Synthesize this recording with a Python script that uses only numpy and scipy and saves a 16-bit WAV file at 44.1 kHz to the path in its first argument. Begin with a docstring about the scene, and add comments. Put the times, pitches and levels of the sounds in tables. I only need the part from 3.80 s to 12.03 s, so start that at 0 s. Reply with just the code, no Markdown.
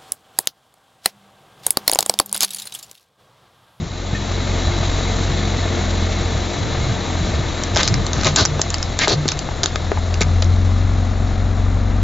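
"""On asphalt, a car creeps past two close microphones, its four-cylinder engine barely above idle.
The engine sums firing orders with pulsing, filtered noise; clatter and hiss recede and the exhaust hum takes over.
The front tyre rolls over small plastic tubs: damped bursts snap, gliding tones pop and groan,
and random creases crunch, while the tyre thumps and drums. Low noise swells as air buffets the microphones."""
import sys
import numpy as np
from scipy import signal
from scipy.fft import rfft, irfft, next_fast_len
from scipy.io import wavfile
from scipy.ndimage import uniform_filter1d, minimum_filter1d

SR = 44100
rng = np.random.default_rng(int(sys.argv[2]) if len(sys.argv) > 2 else 0)


def persist_wave(psi):
    """Save psi, clipped to +-1, as 16-bit WAV."""
    counts = np.round(np.clip(psi, -1, 1) * 32767).astype(np.int16)
    wavfile.write(sys.argv[1], SR, np.atleast_2d(counts).T)


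N = 362943
TIME = np.arange(N) / SR  # s

# The engine sags under load and picks up again. Each row: time in seconds, firing rate in Hz.
FIRING_RATE = [(0, 44.5), (1.65, 44.9), (1.95, 43.6), (2.5, 42.6), (6.0, 42.1), (6.54, 43.6), (6.96, 45.5),
               (7.55, 45.3), (8.23, 47.2)]
# The firing note, then its octave. Each row: level at idle in dB, growth in dB per Hz of firing rate,
# change in the wheel's shadow in dB, change as the exhaust goes by in dB, change beside the car in dB.
FIRING_NOTES = [(-29.5, 2, -4.5, 3, 0.5), (-24.5, 0.5, -11, 5, 3)]
# Weaker engine orders. Each row: multiple of the firing rate, relative level ahead of the car in dB, beside it in dB.
WEAK_ORDERS = [(.5, -33, -27), (1.5, -35.5, -31.5), (2.5, -43, -50), (3, -29.5, -41), (3.5, -35, -33.5),
               (4.5, -29.5, -31), (5, -45, -30.5), (5.5, -32.5, -37), (6, -43.5, -34.5)]
# The hum swells and sinks as the wheel rolls up. 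Each row: centre in seconds, half width in seconds, change in dB.
HUM_WAVERS = [(2.3, 0.29, 1.5), (2.8, .09, -9), (2.95, 0.084, 0), (3.15, 0.1, -3.5), (3.73, 0.12, -6),
              (5.72, 0.3, -3)]
# The engine bay moves away. Each row: time in seconds, relative clatter level in dB, belt and fan hiss level in dB.
BAY_LEVELS = [(1.0, -27.5, -31), (3.9, -28.5, -33.5), (5.0, -31, -35.5), (7.3, -32, -40.5),
              (8.23, -31.5, -43)]
# Spectrum of the clatter. Each row: frequency in Hz, relative level in dB.
CLATTER_SPECTRUM = [(30, -4), (110, 3), (200, -3), (290, -2.5), (420, -9), (540, -8), (700, -5), (850, -11),
                    (1250, -13), (1450, -14), (2150, -17), (2450, -18.5), (3300, -27.5), (5000, -41)]
# How the body panels colour the clatter from beside the car. Each row: frequency in Hz, gain in dB.
PANEL_GAIN = [(100, 7), (170, -1.5), (260, -3.5), (380, 2), (700, 0), (1400, 1), (2100, -1), (3000, -5)]
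# Spectrum of the belt and fan hiss. Each row: frequency in Hz, relative level in dB.
HISS_SPECTRUM = [(1000, -20), (2900, -6), (3400, -1.5), (3700, 2), (3980, 3), (4300, -1), (4800, -7),
                 (5700, -6), (6500, -4), (7500, -5), (8500, -34)]
# Ringing parts of the engine. Each row: frequency in Hz, width in Hz, level ahead of the car in dB against the hiss.
RINGING_PARTS = [(349, 11, -5.5), (453, 11, -7), (1220, 50, -13), (1772, 45, -14), (2135, 75, -9),
                 (3420, 130, -15), (3946, 90, -10), (6369, 18, -20)]
# The strongest buffets of air. Each row: centre in seconds, half length in seconds, relative level in dB,
# frequency of the spectral peak in Hz.
GUSTS = [(.035, .13, -12, 137), (0.338, .05, -14.5, 142), (0.897, .07, -17, 99),
         (1.499, 0.061, -20.5, 99.3), (2.571, 0.091, -22.5, 90), (3.021, .055, -14.5, 110),
         (3.103, .065, -14, 110), (3.443, .14, -19, 114.4), (3.577, .075, -13, 96), (3.998, .04, -17, 101),
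         (4.503, 0.12, -18.5, 99), (4.74, 0.074, -23, 99), (7.52, .07, -25, 131)]
# Spectrum of turbulent air, peaking at 100 Hz. Each row: frequency in Hz, relative level in dB.
AIR_SPECTRUM = [(25, -19), (60, -2), (100, 0), (160, -5), (230, -20), (600, -36.5), (2000, -72)]
# A faint squeak in two quick pulses. Each row: start in seconds, length in seconds, level in dB.
SQUEAK_PULSES = [(0.346, 0.015, -18), (0.358, 0.023, -24)]
# Partials of the squeak. Each row: frequency in Hz, relative level in dB.
SQUEAK_TONES = [(1800, -1.5), (2520, -11)]
# Snaps of a tub wall, some in quick pairs or during a crunch. Each row: start in seconds, relative level in dB,
# ring in Hz, low body in dB against the crack.
WALL_SNAPS = [(3.836, -10.5, 5350, -13), (3.9487, -16, 5030, -18), (3.96, -7.5, 2780, -3),
              (3.965, -10, 6400, -2), (4.077, -3.5, 4010, -7.5), (4.084, -10.5, 6300, -14),
              (4.141, -7.5, 4820, -4.5), (4.266, -11, 4360, -7), (4.412, -14, 4150, -7),
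              (4.434, -13, 4100, 0), (4.4555, -13, 5530, 1), (4.4696, -5.5, 3850, -5),
              (4.5624, 3, 6600, -18), (4.5838, -9, 4380, -7), (4.5975, -16, 4130, -6),
              (4.6522, 0.5, 5870, -8), (4.657, -2.5, 5370, -15), (4.7934, -21, 2700, -2),
              (4.8159, 2.5, 6420, -11), (4.903, -10, 6600, -22), (4.942, -5, 4930, -7),
              (4.983, -18.5, 5270, -20), (5.0276, -9, 5500, -11), (5.48, -6.5, 4450, -24),
              (5.517, -14, 6300, -10), (5.519, -12, 5400, -1), (5.591, -11, 6050, -21),
              (5.838, -10.5, 5300, -4), (5.9576, -17.5, 4700, 10), (6.3414, -14, 2620, -18),
              (6.415, -6.5, 2200, -15), (6.4222, -13.5, 5550, -16), (6.432, -16, 6550, -5),
              (6.644, -21, 6600, -16)]
# Spectrum of a cracking tub wall. Each row: frequency in Hz, relative level in dB.
WALL_SPECTRUM = [(600, -12), (1500, -14), (2800, -10), (4000, -4), (5000, 0.5), (6500, 1), (7500, 1),
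                 (8500, -14)]
# The tyre thumps down as a tub collapses. Each row: start in seconds, length in seconds, peak in dB,
# first frequency in Hz, last frequency in Hz.
TYRE_THUMPS = [(3.935, 0.044, -8.5, 97, 72.3), (4.602, .042, -8, 88.6, 118.7),
               (5.32, 0.039, -10.5, 130.4, 108), (6.407, 0.023, -10.5, 196, 151)]
# The tyre drums as it drops off a tub. Each row: start in seconds, level in dB before rise and fade.
TYRE_DRUMS = [(4.46, -16.5), (4.66, -17), (5.348, -13.5), (6.429, -20.5)]
# The tub body groans as it is squashed. Each row: start in seconds, length in seconds, level in dB,
# first frequency in Hz, last frequency in Hz.
TUB_GROANS = [(3.956, 0.11, -31, 700, 397), (4.438, 0.071, -23.5, 660, 353), (4.563, 0.095, -31, 590, 238),
              (5.217, 0.03, -26, 382, 255), (5.276, 0.084, -18.5, 600, 247)]
# Hollow pops of lids and trapped air. Each row: start in seconds, level in dB, first frequency in Hz,
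# last frequency in Hz, time to fall 60 dB in seconds, lid ring in dB against the air.
LID_POPS = [(3.9658, -6.5, 910, 504, 0.019, -11), (4.7950, -7.5, 1235, 330, 0.021, -24),
            (5.2747, 0, 1010, 500, 0.0076, -8), (5.2805, -3, 460, 410, 0.019, -25),
            (5.4565, -5, 340, 262, 0.014, -36), (5.689, -12, 900, 780, 0.0086, -11),
            (6.1175, -0.5, 470, 408, 0.016, -4), (6.174, -10.5, 1020, 840, 0.011, -27),
            (6.411, -5, 520, 380, 0.012, -6), (6.623, -15, 700, 540, 0.028, -10)]
# A tub cracks, gives way and crumples. Each row: start in seconds, relative crack level in dB, rise in seconds,
# fall in seconds, crumple level in dB, cavity frequency in Hz, relative cavity level in dB,
# cavity glide in octaves per second, slit frequency in Hz, relative slit level in dB.
TUB_CRUNCHES = [(3.9716, -2.5, 0.02, 0.029, -16, 1750, -1.5, 4, 3550, -3),
                (4.0316, -3.5, .004, 0.044, -24, 1900, -11, -5, 4100, 4),
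                (4.3322, -9, 0.12, 0.067, -26, 1870, -3.5, 7, 4030, -10),
                (4.4464, -6.5, 0.02, 0.023, -15.5, 2210, -4.5, -1, 4000, -8),
                (4.5606, 0, 0.021, 0.04, -11, 1500, -7, -8, 4200, -2.5),
                (5.19, -2, 0.026, 0.036, -16, 1920, 6, 4, 3900, 2.5),
                (5.2802, -4.5, 0.029, 0.028, -17, 1700, -7, -10, 4200, 3.5),
                (5.4873, -3.5, .0052, 0.03, -29, 1500, -23, -1, 3940, 9),
                (5.8329, -3, 0.0098, 0.003, -17, 1400, -20, -7, 5400, -12),
                (5.8586, -4, 0.0044, 0.026, -31, 1300, -16, -3, 4140, 6),
                (6.4081, -10, 0.0058, 0.011, -16.5, 2200, -3, -3, 3880, -16),
                (6.622, -15, 0.0013, 0.0031, -15, 2500, -0.5, 2, 3850, 11)]
# Spectrum of the creases before tilting. Each row: frequency in Hz, relative level in dB.
CREASE_SPECTRUM = [(100, 15.5), (350, 6.5), (700, 0.5), (1300, 1), (2200, -18), (2900, -16), (4000, 1),
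                   (5000, -6.5), (6400, 0), (7500, -10.5)]
# Nominal left-right correlation of noise. Each row: frequency in Hz, correlation from 0 to 1.
CHANNEL_LIKENESS = [(50, .9), (125, .88), (300, .87), (700, .9), (1400, .93), (2500, .97), (4000, .98),
                    (7000, .96)]
# Stereo balance of sounds from ahead. Each row: frequency in Hz, left minus right in dB.
LEAN_AHEAD = [(50, 1), (90, -1), (150, .5), (270, 4), (460, 7.2), (800, 6), (1400, 3.8), (2500, 1.8),
              (4000, 1.6), (6000, .3)]
# Stereo balance of the engine from beside. Each row: frequency in Hz, left minus right in dB.
LEAN_BESIDE = [(50, 2), (150, 4), (270, 4.5), (460, 7.2), (800, 5.5), (1400, 5), (2500, 3.5), (4000, 1.7),
               (6000, 0)]
# Stereo balance of the tubs. Each row: frequency in Hz, left minus right in dB.
LEAN_TUBS = [(150, .5), (450, 4.3), (800, 4), (1400, 2), (2500, 1.2), (6000, .6)]

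# moments of the pass: (centre s, half width s)
WHEEL_NEAREST, EXHAUST_NEAREST, TURNS_SIDE_ON = (5.48, 0.22), (6.69, 0.28), (5.5, 0.65)
IDLE_HZ = 42.2  # firing rate to which the idle levels refer
PIPE_HZ, PIPE_WIDTH_HZ, PIPE_DB = 87.9, 0.81, 2  # exhaust pipe resonance, swept by the octave
AIR_CENTRE_HZ, GUST_TRIM_DB = 100, -8.0
# weaker air around the rolling wheel: (centre s, half width s), level, unrest, rate of unrest
EDDIES_AT, EDDIES_DB, EDDIES_SWAY_DB, EDDIES_HZ = (3.9, 0.8), -32, 7, 4.9
SNAP_RISE_S, SNAP_T60_S = 0.0012, 0.0067
DRUM_HZ, DRUM_RISE_S, DRUM_FADE_DB_PER_S = 148.5, 0.017, 68.5
POP_SAG_S, LID_HZ = 0.0015, 1780  # time scale of a pop's pitch drop, ring of the lid
CRACK_HZ, CRACK_BODY_DB = 3810, -9.5  # the crack that opens a crunch
CRUMPLE_ONSET_S = 0.0049
FLAT_TILT = 0.048  # a flatter tub is brighter: dB per octave for each dB of cavity lost
FADE_IN_S, FADE_IN_DB = 0.93, -10.5
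EDGE_HZ, TOP_HZ = 7400, 13000  # low-pass edges before and after the limiter


def amp(db):
    """Logarithmic level: decibels become an amplitude ratio."""
    return 10 ** (np.asarray(db) / 20)


def unit(x):
    """Power normalization: scales x to rms 1."""
    return x / np.sqrt(np.mean(x ** 2) + 1e-20)


def curves(rows):
    """Linear interpolation: the columns of a table become curves over time."""
    s, *columns = np.transpose(rows)
    return [np.interp(TIME, s, column) for column in columns]


def read(points, hz):
    """Logarithmic pitch axis: joins a table's points over log frequency."""
    f, value = np.transpose(points)
    return np.interp(np.log(hz + 1), np.log(f + 1), value)


def colour(x, gain):
    """Linear filtering: multiplies the spectrum of x by a gain that is a function of frequency."""
    size = next_fast_len(x.shape[-1] + 512)
    spectrum = rfft(x, size) * gain(np.fft.rfftfreq(size, 1 / SR))
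    return irfft(spectrum, size)[..., :x.shape[-1]]


def shaped(x, points):
    """Spectral shaping: filters x by a table of levels and scales it to rms 1."""
    return unit(colour(x, lambda hz: amp(read(points, hz))))


def resonate(x, hz, width):
    """Damped resonance: a one-pole filter in a rotating frame, fixed or gliding, at rms 1."""
    turn = np.exp(2j * np.pi * np.cumsum(hz * np.ones(len(x))) / SR)
    pole = np.exp(-np.pi * width / SR)
    return unit((turn * signal.lfilter([1], [1, -pole], x / turn)).real)


def drift(rate):
    """Random modulation: low-passed noise of rms 1, slower for a lower rate in Hz."""
    return unit(colour(rng.standard_normal(N), lambda hz: np.exp(-(hz / rate) ** 2)))


def bell(centre, half_width):
    """Gaussian envelope: rises to 1 and falls again around a centre in seconds."""
    return np.exp(-((TIME - centre) / half_width) ** 2 / 2)


def add(mix, s, sound):
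    """Superposition: adds a sound to the mix from time s."""
    start = round(s * SR)
    sound = sound[max(-start, 0):]
    part = mix[max(start, 0):][:len(sound)]
    part += sound[:len(part)]


def noise_pair():
    """Partial coherence: shared and opposed white noise at two close microphones."""
    mid, side = rng.standard_normal((2, N))
    side = colour(side, lambda hz: np.sqrt((1 - np.clip(read(CHANNEL_LIKENESS, hz), 0, 1)) / 2))
    return np.array([mid + side, mid - side])


def lean(x, points):
    """Interaural level difference: tips each band to the left or right."""
    return colour(x, lambda hz: amp(np.outer([.5, -.5], read(points, hz))))


def exhaust(speed, turns, passed, waver=0.44, wobble=0.38, orders_db=-1.5):
    """Harmonic synthesis: firing note and octave grow with speed; uneven cylinders add weaker, wavering orders."""
    note_db, octave_db = [
        idle_db + db_per_hz * (speed - IDLE_HZ) + shadow_db * bell(*WHEEL_NEAREST)
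        + swell_db * bell(*EXHAUST_NEAREST) + side_db * passed
        for idle_db, db_per_hz, shadow_db, swell_db, side_db in FIRING_NOTES]
    octave_db = octave_db + PIPE_DB * np.exp(-((2 * speed - PIPE_HZ) / PIPE_WIDTH_HZ) ** 2 / 2)
    # below -19 dB the firing note draws the weaker orders down with it
    orders_level = amp(orders_db + np.minimum(note_db + 19.0, 0) * 0.81)
    unrest = 1 - .7 * passed  # steadier beside the car
    note_sway_db, octave_sway_db = unrest * drift(7), unrest * drift(7)
    hum = amp(note_db + note_sway_db) * np.cos(2 * np.pi * turns)
    hum += amp(octave_db + octave_sway_db) * np.cos(4 * np.pi * turns)
    for order, ahead_db, beside_db in WEAK_ORDERS:
        cycles = round(2 * order) / 2 * turns + rng.random()
        angle = 2 * np.pi * cycles + wobble * unrest * drift(3.8)
        level = orders_level * amp(ahead_db + passed * (beside_db - ahead_db))
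        hum += level * (1 + waver * unrest * drift(8.3)) * np.cos(angle)
    waver_db = sum(db * bell(s, half_width) for s, half_width, db in HUM_WAVERS)
    return np.sqrt(2) * hum * amp(waver_db)


def engine_bay(turns, passed, flutter=0.047, clatter_db=3, shade_db=-5):
    """Amplitude modulation: firings pulse the clatter and excite metal resonances; belt hiss only flickers."""
    clatter_level, hiss_level = curves(BAY_LEVELS)
    throb = .18 * np.cos(2 * np.pi * turns) * (1 + .5 * drift(25))
    beat = unit(1 + throb + flutter * drift(23))
    ahead = shaped(noise_pair() * beat, CLATTER_SPECTRUM)
    beside = colour(ahead, lambda hz: amp(read(PANEL_GAIN, hz)))
    clatter = (ahead + passed * (beside - ahead)) * amp(clatter_level + clatter_db)
    hiss = shaped(noise_pair() * (1 + 0.11 * drift(65)), HISS_SPECTRUM)
    rings = sum(amp(db + shade_db * passed) * resonate(rng.standard_normal(N) * beat, hz, width)
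                for hz, width, db in RINGING_PARTS)
    return clatter + (hiss + rings) * amp(hiss_level)


def bonnet(x, echo_db=-13, t60=0.071, above_hz=900):
    """Enclosure reverberation: dense treble echoes inside the engine bay ripple its spectrum finely."""
    t = np.arange(4096) / SR
    echoes = rng.standard_normal(len(t)) * amp(-60 * t / t60) * (t > .001)
    echoes = colour(echoes / np.linalg.norm(echoes), lambda hz: hz ** 2 / (hz ** 2 + above_hz ** 2))
    return x + amp(echo_db) * signal.fftconvolve(x, echoes[None], axes=1)[:, :N]


def engine():
    """Source directivity: crossfades the engine's stereo balance from ahead to the side."""
    speed, = curves(FIRING_RATE)
    turns = np.cumsum(speed) / SR  # firing cycles
    side_on_s, turning_s = TURNS_SIDE_ON
    passed = (1 + np.tanh((TIME - side_on_s) / turning_s)) / 2  # 0 ahead, 1 beside
    hum, bay = exhaust(speed, turns, passed), engine_bay(turns, passed)
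    ahead, beside = lean(hum + bonnet(bay), LEAN_AHEAD), lean(hum + bonnet(bay), LEAN_BESIDE)
    return (1 - passed) * ahead + passed * beside


def buffets(apart=0.091):
    """Turbulent pressure: short swells of low noise, a little different at each microphone."""
    out = np.zeros((2, N))
    for s, length, db, centre_hz in GUSTS:
        size = round(2 * length * SR)
        spectrum = [(hz * centre_hz / AIR_CENTRE_HZ, level) for hz, level in AIR_SPECTRUM]
        shared, *own = shaped(rng.standard_normal((3, size)), spectrum) * signal.windows.hann(size) ** 2
        for channel, air in zip(out, own):
            add(channel, s - length, amp(db + GUST_TRIM_DB) * (unit(shared) + apart * unit(air)))
    return out


def squeak():
    """Additive synthesis: two soft pulses of high sine partials."""
    out = np.zeros(N)
    for s, length, db in SQUEAK_PULSES:
        t = np.arange(0, length, 1 / SR)
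        tones = sum(amp(db + tone_db) * np.sin(2 * np.pi * hz * t) for hz, tone_db in SQUEAK_TONES)
        add(out, s, np.sin(np.pi * t / length) * tones)
    return out


def eddies(apart=0.55):
    """Partly coherent turbulence: weak, lumpy low noise while the wheel rolls up."""
    shared, *own = shaped(rng.standard_normal((3, N)), AIR_SPECTRUM)
    level = amp(EDDIES_DB + EDDIES_SWAY_DB * drift(EDDIES_HZ))
    return (shared + apart * np.array(own)) * bell(*EDDIES_AT) * level


def snap(db, hz, low_db, ring_db=-4, body_hz=1250, level_db=-19):
    """Buckling: a wall gives a sharp crack, a brief high ring of the facet and a lower knock of the tub."""
    t = np.arange(2048) / SR
    fade = amp(-60 * t / SNAP_T60_S) * (1 - np.exp(-t / SNAP_RISE_S))
    burst = rng.standard_normal((2, len(t))) * fade
    ring = unit(np.sin(2 * np.pi * hz * t) * fade ** 2)
    crack = unit(shaped(burst[0], WALL_SPECTRUM) + amp(ring_db) * ring)
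    body = amp(low_db) * resonate(burst[1], body_hz, 1100)
    return amp(db + level_db) * (crack + body)


def snaps():
    """Impulsive release: places the buckling snaps of the tub walls."""
    out = np.zeros(N)
    for s, db, hz, low_db in WALL_SNAPS:
        add(out, s, snap(db, hz, low_db))
    return out


def tyre():
    """Impact and cavity resonance: the dropping tyre gives a gliding thump, and the air inside it hums on."""
    out, t = np.zeros(N), np.arange(SR) / SR
    for s, length, db, first_hz, last_hz in TYRE_THUMPS:
        hz = np.geomspace(first_hz, last_hz, round(length * SR))
        add(out, s, amp(db) * np.sin(2 * np.pi * np.cumsum(hz) / SR) * signal.windows.hann(len(hz)))
    for s, db in TYRE_DRUMS:
        level = amp(db - DRUM_FADE_DB_PER_S * t) * np.minimum(t / DRUM_RISE_S, 1)
        add(out, s, level * np.sin(2 * np.pi * DRUM_HZ * t))
    return out


def groans(width_hz=420):
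    """Gliding resonance: twice-filtered noise slides down as the wheel presses a hollow tub flat."""
    out = np.zeros(N)
    for s, length, db, first_hz, last_hz in TUB_GROANS:
        hz = np.geomspace(first_hz, last_hz, round(length * SR))
        body = resonate(rng.standard_normal(len(hz)), hz, width_hz)
        body = resonate(body, hz, width_hz)
        add(out, s, amp(db) * body * signal.windows.hann(len(hz)))
    return out


def pops(slap=.2, attack_s=0.00012, lid_t60=0.0045):
    """Pressure release: escaping air gives damped cycles of falling pitch, a dull slap and a brief lid ring."""
    out, t = np.zeros(N), np.arange(4096) / SR
    for s, db, first_hz, last_hz, t60, lid_db in LID_POPS:
        hz = last_hz + (first_hz - last_hz) * np.exp(-(t / POP_SAG_S) ** 2)
        puff = resonate(rng.standard_normal(len(t)), last_hz, 2 * first_hz)
        air = (slap * puff - np.sin(2 * np.pi * np.cumsum(hz) / SR)) * amp(-60 * t / t60)
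        lid = np.sin(2 * np.pi * LID_HZ * t) * amp(lid_db - 60 * t / lid_t60)
        add(out, s, amp(db) * (1 - np.exp(-t / attack_s)) * (air + lid))
    return out


def crunches(grains_per_s=7000, spread_db=0.7, squareness=3, cavity_width_hz=800, slit_width_hz=950,
             sputter_db=1.5, cavity_lag_s=0.0025, slit_linger=1.07):
    """Crackling noise: after a crack, random creases excite a gliding cavity and a lingering slit at the lid."""
    out = np.zeros(N)
    for (s, crack_db, rise, fall, db, cavity_hz, cavity_db, glide,
         slit_hz, slit_db) in TUB_CRUNCHES:
        t = np.arange(-rise, 4 * fall, 1 / SR)  # 0 at the height of the swell
        swell, late, lingering = [np.exp(-np.where(u < 0, -u / rise, u / fall) ** squareness / 2)
                                  for u in (t, t - cavity_lag_s, t / slit_linger)]
        chance, size, sign, surge = rng.random((len(t), 4)).T
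        size_gain = amp(spread_db * np.minimum(-np.log(size), 3))
        grains = (chance < grains_per_s / SR) * size_gain * np.sign(sign - .5)
        grains *= amp(sputter_db * unit(uniform_filter1d(surge - .5, size=200)))
        tilted = [(hz, level - FLAT_TILT * cavity_db * np.log2(hz)) for hz, level in CREASE_SPECTRUM]
        broad = shaped(grains, tilted)
        # fresh random signs make each resonance independent of the broad creases
        cavity_drive = grains * rng.choice([-1, 1], len(t))
        cavity = amp(cavity_db) * resonate(cavity_drive, cavity_hz * 2 ** (glide * t), cavity_width_hz)
        slit_drive = grains * rng.choice([-1, 1], len(t))
        slit = amp(slit_db) * resonate(slit_drive, slit_hz, slit_width_hz)
        crumple = broad * swell + cavity * late ** 2 + slit * lingering
        crumple /= np.std(broad + cavity + slit)
        add(out, s, snap(crack_db, CRACK_HZ, CRACK_BODY_DB))
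        add(out, s, amp(db) * crumple * np.minimum((t + rise) / CRUMPLE_ONSET_S, 1))
    return out


def underbody(x, t60=0.073, wet_db=-13):
    """Diffuse reflection: short scatter between the asphalt and the floor of the car."""
    t = np.arange(SR // 4) / SR
    spectrum = [(150, -1.0), (400, 4.0), (1400, 5.5), (2800, 4.5), (4000, -4.5), (5000, 4), (7500, -4.0)]  # Hz, dB
    tail = shaped(rng.standard_normal((2, len(t))), spectrum) * amp(-60 * t / t60) * (t > .002)
    return amp(wet_db) * signal.fftconvolve(x[None], tail / np.linalg.norm(tail[0]), axes=1)[:, :N]


def scene():
    """Superposition of sources: engine, air and the tubs under the tyre, fading in."""
    tubs = snaps() + pops() + crunches() + groans() + squeak()
    fade_in = amp(FADE_IN_DB * np.maximum(1 - TIME / FADE_IN_S, 0) ** 1.82)
    air_and_tyre = lean(buffets() + eddies() + tyre(), LEAN_AHEAD)
    return fade_in * (engine() + air_and_tyre + lean(tubs + underbody(tubs), LEAN_TUBS))


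def duck_bass(x, threshold_db=-25, share=0.5, recovery_db_per_s=90, split_hz=230, treble_hz=400):
    """Sidechain compression: loud treble turns the bass down, which then recovers at a steady rate."""
    bass = colour(x, lambda hz: 1 / (1 + (hz / split_hz) ** 4))
    treble = colour(x.mean(0), lambda hz: 1 - 1 / (1 + (hz / treble_hz) ** 4))
    treble_db = 10 * np.log10(abs(uniform_filter1d(treble ** 2, size=441)) + 1e-12)
    over_db = share * np.maximum(treble_db - threshold_db, 0)
    fall = TIME * recovery_db_per_s
    duck_db = fall - np.maximum.accumulate(over_db + fall)
    return x - bass + bass * amp(uniform_filter1d(duck_db, size=220))


def band_limit(x, hz):
    """Low-pass filtering: a long windowed impulse response cuts steeply above hz."""
    response = signal.firwin(1601, hz, window=("kaiser", 7), fs=SR)
    return signal.oaconvolve(x, response[None], "same")


def record(dry, recovery_db_per_s=150):
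    """Peak limiting of a narrow band: fast gain changes spread the hardest snaps a little above the band."""
    heard = band_limit(duck_bass(dry), EDGE_HZ)
    over_db = 20 * np.log10(np.maximum(abs(heard).max(0) / .93, 1))
    fall = TIME * recovery_db_per_s
    duck_db = minimum_filter1d(fall - np.maximum.accumulate(over_db + fall), size=12)
    return band_limit(heard * amp(uniform_filter1d(duck_db, size=12)), TOP_HZ)


dry = scene()
out = record(dry)
persist_wave(out)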